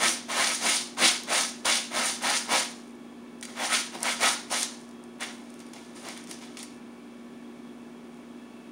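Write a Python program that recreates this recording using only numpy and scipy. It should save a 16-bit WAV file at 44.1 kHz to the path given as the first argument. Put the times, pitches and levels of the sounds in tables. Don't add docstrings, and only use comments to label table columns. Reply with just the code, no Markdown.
import sys
import numpy as np
from scipy import signal
from scipy.fft import rfft, irfft
from scipy.io import wavfile

SR = 44100
rng = np.random.default_rng(int(sys.argv[2]) if len(sys.argv) > 2 else 0)


def materialize(psi):
    bounded = np.clip(np.atleast_2d(psi).T, -1, 1)
    quanta = np.round(bounded * 32767).astype(np.int16)
    wavfile.write(sys.argv[1], SR, quanta)


N = 384111
TIME = np.arange(N) / SR

# (frequency [Hz], level [dB])
HARD_CONTACT_COLOUR = [(500, -30), (2500, -13), (5500, 2.5), (9000, 4.5), (12000, 0), (16000, -14)]
# (frequency [Hz], level [dB])
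SCUFF_COLOUR = [(300, -35), (1450, -4), (1900, -2.5), (3500, -2), (6000, -1.5), (9000, -0.5),
                (16000, -13.5)]


def from_db(db):
    return 10 ** (np.asarray(db) / 20)


def rms_one(x):
    return x / np.sqrt(np.mean(x ** 2) + 1e-20)


def drift(rate):
    step = 40
    r = np.exp(-2 * step * np.pi * rate / SR)
    noise = rng.standard_normal(N // step + 2002)
    slow = signal.lfilter([1], [1, -2 * r, r * r], noise)[2000:]
    return np.interp(np.arange(N) / step, np.arange(len(slow)), rms_one(slow))


def low_pass(x, hz, order=3):
    return signal.sosfilt(signal.butter(order, hz, fs=SR, output="sos"), x)


def high_pass(x, hz, order=3):
    return signal.sosfilt(signal.butter(order, hz, "high", fs=SR, output="sos"), x)


def impulse_response(spectrum, size=4096):
    hz, db = np.transpose(spectrum)
    grid = np.maximum(np.arange(size // 2 + 1) * SR / size, 1)
    level_db = np.interp(np.log(grid), np.log(hz), db)
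    cepstrum = irfft(np.log(from_db(level_db)))
    cepstrum[1:size // 2] *= 2
    cepstrum[size // 2 + 1:] = 0
    return irfft(np.exp(rfft(cepstrum)))


def coloured(x, spectrum):
    response = impulse_response(spectrum)
    return signal.oaconvolve(x, response / np.linalg.norm(response))[:N]


def resonance(x, hz, width_hz):
    r = np.exp(-np.pi * width_hz / SR)
    feed = np.array([1, 0, -1]) * (1 - r * r) / 2
    return signal.lfilter(feed, [1, -2 * r * np.cos(2 * np.pi * hz / SR), r * r], x)


def ringing(x, modes):
    return sum(from_db(db) * resonance(x, hz, width) for hz, width, db in modes)


def strikes(table):
    clicks = np.zeros(N)
    for s, db in table:
        clicks[int(s * SR)] += from_db(db)
    return clicks


def decaying(clicks, decay_s):
    return signal.lfilter([1], [1, -np.exp(-1 / (decay_s * SR))], clicks + 1e-18)


def grains(gain, most_per_s, spread_db, clump_db):
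    chance = np.clip(most_per_s * np.sqrt(gain / gain.max()) / SR, 1e-3, 1)
    size_db = spread_db * np.clip(rng.standard_normal(N), -2.5, 2.5)
    sizes = rms_one(from_db(size_db) * rng.choice([-1, 1], N))
    hits = (rng.random(N) < chance) * sizes / np.sqrt(chance)
    clumps = rms_one(from_db(clump_db * drift(94)))
    return gain * hits * clumps


def fan(ring_waver_db=2.0, phase_wander=0.29):
    # (frequency [Hz], level [dB])
    air_colour = [(25, -51), (45, -47), (90, -19), (150, -12), (210, -3), (280, -2), (360, -3.5), (450, -9),
                  (700, -11.5), (1000, -15.5), (2000, -23.5), (3400, -25.5), (4200, -29.5), (16000, -37)]
    # (frequency [Hz], width [Hz], level [dB])
    housing_modes = [(1724, 56, -69.5), (2300, 140, -69), (2627, 41, -71.5), (3310, 57, -72)]
    # (frequency [Hz], level [dB])
    motor_tones = [(166, -67.5), (236.9, -47.5), (255, -57), (289, -57.5), (355.3, -57), (381, -64.5),
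                   (414.5, -66), (829, -72), (1007, -69.5), (1125, -67), (1319, -72), (1421, -78.5),
                   (1755, -72.5), (2234, -71.5)]
    air_db = -50
    hum_hz, hum_db = 58.4, -74.5
    air = from_db(air_db) * coloured(rng.standard_normal(N), air_colour)
    draught = rng.standard_normal(N)
    housing = 0
    for hz, width_hz, db in housing_modes:
        level = from_db(db + ring_waver_db * drift(4))
        housing = housing + level * rms_one(resonance(draught, hz, width_hz))
    hum = from_db(hum_db) * np.sin(2 * np.pi * hum_hz * TIME)
    for hz, db in motor_tones:
        phase = 2 * np.pi * (hz * TIME + rng.random()) + phase_wander * drift(3.1)
        hum = hum + from_db(db) * np.sin(phase)
    return air + housing + np.sqrt(2) * hum


def paw_strokes():
    # (start [s], push-in [s], drag [s], crunch [dB], rasp [dB],
    # hiss [dB], rasp brightness [dB], tub boom [dB])
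    paw_moves = [ (-0.028, 0.058, 0.053, -30.5, -27, -25.5, -1.5, -36),
                 (0.277, 0.026, 0.044, -36.5, -37, -38.5, 0, -54),
                 (0.315, .085, 0.048, -30, -30, -31, -3.5, -45),
                 (0.43, 0.063, 0.045, -45, -38.5, -31.5, -5, -55),
                 (0.591, .064, 0.1, -34, -31.5, -27, 2.5, -37.5),
                 (0.964, .06, 0.053, -28, -24.5, -23, -1.5, -34),
                 (1.264, 0.063, 0.081, -31, -29.5, -26.5, -3, -58),
                 (1.644, 0.0099, 0.1, -32, -29, -27.5, 3.5, -44),
                 (1.899, 0.071, 0.12, -34, -34, -30, -5, -42.5),
                 (2.207, 0.038, 0.12, -32, -31.5, -30.5, -3, -55),
                 (2.472, 0.057, 0.062, -28.5, -28, -28.5, -2, -41),
                 (3.462, .021, .033, -49, -60, -54, -10, -62),
                 (3.545, 0.093, 0.017, -32, -32.5, -36, -4.5, -58),
                 (3.685, .051, 0.02, -36.5, -25, -26.5, -1.5, -52),
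                 (3.916, .035, 0.012, -38.5, -53.5, -50, -12, -45),
                 (4.001, 0.07, 0.039, -32.5, -31.5, -32.5, -3.5, -53),
                 (4.188, 0.047, 0.05, -26.5, -27.5, -26.5, -5, -37),
                 (4.493, 0.028, 0.079, -35, -35.5, -30, -2.5, -47.5),
                 (5.192, 0.028, 0.029, -41, -35.5, -45, -2, -55),
                 (5.726, .025, .047, -52.5, -60.5, -60.5, 4, -60),
                 (5.945, 0.014, 0.03, -65, -57, -51.5, -1, -65),
                 (6.01, 0.054, 0.048, -44.5, -46, -49, -1.5, -46),
                 (6.155, 0.016, .01, -61.5, -51.5, -60, -1, -58),
                 (6.262, 0.044, .011, -55, -56, -48, -1, -45.5),
                 (6.402, 0.032, 0.011, -53.5, -49.5, -61, 1, -65),
                 (6.566, 0.0088, 0.03, -63, -52.5, -48, 4.5, -64)]
    push_curve, hiss_push_curve = 1.17, 1.47
    crunch_swell_db, rasp_swell_db = 1.3, 3.6
    crunch_fade_db, rasp_fade_db = 9.5, 2
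    hiss_growth_db, brightening_db = 5, 0.5
    crunch_settle, rasp_settle, hiss_settle = 160.5, 181.5, 205.5
    hiss_run_on_s = 0.0081
    boom_reach_s = 0.048

    press, drag, sweep, load, travel, bright = np.zeros((6, N))
    for start, push_s, drag_s, crunch_db, rasp_db, hiss_db, bright_db, boom_db in paw_moves:
        span = slice(*np.searchsorted(TIME, [start, start + 1]))
        t = TIME[span] - start
        pushed = np.clip(t / push_s, 1e-9, 1)
        push = pushed ** push_curve
        dragged = np.clip((t - push_s) / drag_s, 0, 1)
        travelled = np.clip(t / (push_s + drag_s), 0, 1)
        lifted_s = np.maximum(t - push_s - drag_s, 0)
        bite = 4 * dragged * (1 - dragged)

        crunch_now = crunch_db + crunch_swell_db * bite - crunch_fade_db * dragged - crunch_settle * lifted_s
        press[span] += push * from_db(crunch_now)

        rasp_now = rasp_db + rasp_swell_db * bite - rasp_fade_db * dragged - rasp_settle * lifted_s
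        rasping = push * from_db(rasp_now)
        drag[span] += rasping

        stopping_s = np.maximum(lifted_s - hiss_run_on_s, 0)
        hiss_now = hiss_db - hiss_growth_db * (1 - travelled) - hiss_settle * stopping_s
        sweep[span] += pushed ** hiss_push_curve * from_db(hiss_now)

        from_deepest = (t - push_s) / boom_reach_s
        load[span] += push * from_db(boom_db) * np.exp(-np.minimum(from_deepest ** 2, 20))

        travel[span] += rasping * travelled
        bright[span] += rasping * (bright_db + brightening_db * (travelled - .5))
    return press, drag, sweep, load, travel / (drag + 1e-12), bright / (drag + 1e-12)


def shuffling():
    # (from [s], to [s])
    active = [(0, 2.86), (3.46, 4.88), (5.24, 6.72)]
    level_db, swing_db, fade_s = -65.5, 0.5, 0.13
    moving = 0
    for start, end in active:
        inside_s = np.minimum(TIME - start, end - TIME)
        moving = moving + np.clip(inside_s / fade_s + .5, 0, 1)
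    return moving * from_db(level_db + swing_db * drift(8))


def crunch(press):
    # (frequency [Hz], level [dB])
    crunch_colour = [(60, -55), (130, -21), (250, -2), (440, -9), (650, -1), (1000, 0), (1500, -15),
                     (3000, -8.5), (16000, -20.5)]
    return coloured(grains(press, most_per_s=9000, spread_db=0.0, clump_db=1.0), crunch_colour)


def rasp(drag, bright_db, level_db=-3.0, pivot_hz=2300):
    # (frequency [Hz], level [dB])
    rasp_colour = [(200, -26.5), (800, -19), (1300, -1), (2200, 0), (2600, -1.5), (3500, -0.5),
                   (4500, -5.5), (7000, -6), (16000, -37)]
    grind = coloured(grains(drag, most_per_s=8000, spread_db=0.5, clump_db=2.0), rasp_colour)
    dull = low_pass(grind, pivot_hz)
    sharp = high_pass(grind, pivot_hz)
    return from_db(level_db) * (dull * from_db(-bright_db) + sharp * from_db(bright_db))


def furrow(drag, travel, count=10):
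    start_hz, rise_octaves, width_octaves, level_db = 817, 2.12, 0.44, -6.5
    scrape = grains(drag, most_per_s=5000, spread_db=2.5, clump_db=1.5)
    out = 0
    for place in np.linspace(0, 1, count):
        hz = start_hz * 2 ** (rise_octaves * place)
        width_hz = hz * width_octaves * np.log(2)
        near = np.exp(-((travel - place) * rise_octaves / width_octaves) ** 2)
        even_power = np.sqrt(SR / (np.pi * width_hz))
        out = out + resonance(scrape * near + 1e-18, hz, width_hz) * even_power
    return from_db(level_db) * out / 2


def slide(sweep, level_db=-.5, flicker_db=1.53, split_hz=6800):
    # (frequency [Hz], level [dB])
    hiss_colour = [(300, -51), (1000, -13), (2200, -11), (3500, -1.5), (4800, -1.5), (6100, 0),
                   (8000, -3.5), (9300, -0.5), (10700, -8), (13000, -12), (16000, -21)]
    coarse = low_pass(grains(sweep, most_per_s=16000, spread_db=1.0, clump_db=3.1), split_hz)
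    fine = high_pass(grains(sweep, most_per_s=20000, spread_db=2.5, clump_db=0.9), split_hz)
    surges = sum(size * from_db(flicker_db * drift(33)) for size in (coarse, fine))
    return from_db(level_db) * coloured(surges, hiss_colour)


def booms(load, lowest_hz=130):
    # (frequency [Hz], width [Hz], level [dB])
    floor_modes = [(173, 13, -32), (218, 14, -19), (239, 41, 9), (329, 8.3, 14), (404, 37, -18)]
    grind = load * rng.standard_normal(N)
    boom = high_pass(ringing(grind + 1e-18, floor_modes), lowest_hz, order=2)
    return rms_one(boom) * np.std(grind)


def strays(sweep, moving, resting_per_s=4, moving_per_s=80, level_db=-39):
    growth, reference_db = 0.2, -62
    per_s = resting_per_s + moving_per_s * moving
    force = (1 + sweep / from_db(reference_db)) ** growth
    drops = (rng.random(N) < per_s / SR) * rng.uniform(-1, 1, N)
    return from_db(level_db) * coloured(drops * force, HARD_CONTACT_COLOUR)


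def crumbles(moving, per_s=11, level_db=-47, decay_s=.003):
    breaks = (rng.random(N) < moving * per_s / SR) * rng.random(N)
    burst = decaying(breaks, decay_s) * rng.standard_normal(N)
    return from_db(level_db) * coloured(burst, SCUFF_COLOUR)


def ticks(chatter_db=-14, chatter_s=.0012):
    # (time [s], level [dB])
    wall_hits = [(0.093, -7), (1.2354, -17), (3.4118, -26), (4.0053, -22), (4.0308, -6), (4.6308, -6),
                 (4.8908, -33), (5.0394, -33), (5.233, -20), (5.5029, -34), (5.5413, -31), (5.5934, -32),
                 (5.7354, -32), (6.0875, -14.5), (6.1759, -25), (6.2402, -29), (6.273, -28), (6.2971, -27),
                 (6.3123, -16), (6.3889, -29.5), (6.5914, -24.5), (6.629, -24)]
    clicks = strikes(wall_hits)
    chatter = decaying(clicks, chatter_s) * rng.choice([-1, 1], N)
    return coloured(clicks + from_db(chatter_db) * chatter, HARD_CONTACT_COLOUR)


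def scuffs(level_db=-12):
    # (time [s], level before the overall trim [dB], decay [s])
    claw_catches = [(0.984, -27, 0.012), (1.655, -10.5, .01), (2.224, -20, 0.0096), (3.427, -18.5, 0.0088),
                    (3.4523, -19.5, 0.0029), (4.208, -16.5, 0.013), (4.512, -20, 0.01), (4.622, -16, 0.018),
                    (5.207, -23, 0.015), (5.602, -30.5, 0.0072), (5.734, -28.5, .005),
                    (6.314, -21.5, 0.0037), (6.5707, -23, 0.005), (6.629, -21.5, 0.005)]
    burst = 0
    for start_s, db, decay_s in claw_catches:
        fall = np.exp(-np.clip((TIME - start_s) / decay_s, 0, 20))
        burst = burst + from_db(db) * (TIME >= start_s) * fall
    return from_db(level_db) * coloured(burst * rng.standard_normal(N), SCUFF_COLOUR)


def thumps(floor_hz=48, width_hz=45):
    # (time [s], level [dB])
    weight_shifts = [(1.652, -50)]
    landings = strikes(weight_shifts)
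    push = low_pass(resonance(landings + 1e-18, floor_hz, width_hz), 130, order=2)
    return push / np.abs(push).max() * landings.max()


def tub(on_plastic):
    # (frequency [Hz], width [Hz], level [dB])
    tub_modes = [(527, 18, 6), (550, 7.5, -37), (581, 29, -4), (619.4, 13, 4.5), (683, 24, 4),
                 (720, 6.8, 5), (786, 13, 3), (842, 12, 0.5), (1010, 17, -30), (956, 11.7, 6),
                 (1045, 15, 2), (1133, 8.7, -29), (1280, 40, 3.5), (1422, 8.3, 5), (1430, 13, -14),
                 (1570, 25, 1), (1820, 26, 1.5), (1946, 55, -3.5), (2126, 32, 5), (2090, 12, -28),
                 (2244, 36, 2), (2310, 37, -6), (2790, 70, -1), (3050, 38, -34), (3436, 32, 5),
                 (3970, 57, -2)]
    return ringing(on_plastic, tub_modes)


def room(x, split_hz=7000, first_echo_s=.003, treble_db=1.5):
    t60_s, treble_t60_s = 0.39, 0.097
    t = TIME[:SR // 2]
    noise = rng.standard_normal(len(t))
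    low = low_pass(noise, split_hz) * from_db(-60 * t / t60_s)
    high = high_pass(noise, split_hz) * from_db(treble_db - 60 * t / treble_t60_s)
    tail = (low + high) * (t > first_echo_s)
    return signal.oaconvolve(x, tail / np.linalg.norm(tail))[:N]


def scene(direct_db=-2.0, room_db=-7.5):
    press, drag, sweep, load, travel, bright_db = paw_strokes()
    shuffle = shuffling()
    moving = shuffle > 0
    on_plastic = crunch(press + shuffle) + rasp(drag + shuffle, bright_db) + furrow(drag, travel) + scuffs()
    loose = slide(sweep + shuffle) + strays(sweep, moving) + crumbles(moving)
    direct = from_db(direct_db) * on_plastic + loose + ticks() + thumps()
    body = tub(on_plastic) + booms(load)
    return (direct + body + from_db(room_db) * room(direct) + fan())[None]


def record(dry, cutoff_hz=15750):
    # (frequency [Hz], level [dB])
    microphone_colour = [(7000, 0), (8100, -2.5), (9300, 4.5), (9900, 1), (10900, -7), (13000, -9.5),
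                         (15600, -3)]
    heard = signal.oaconvolve(dry, impulse_response(microphone_colour)[None], axes=1)[:, :N]
    return signal.sosfilt(signal.ellip(12, .1, 80, cutoff_hz, fs=SR, output="sos"), heard)


dry = scene()
out = record(dry)
materialize(out)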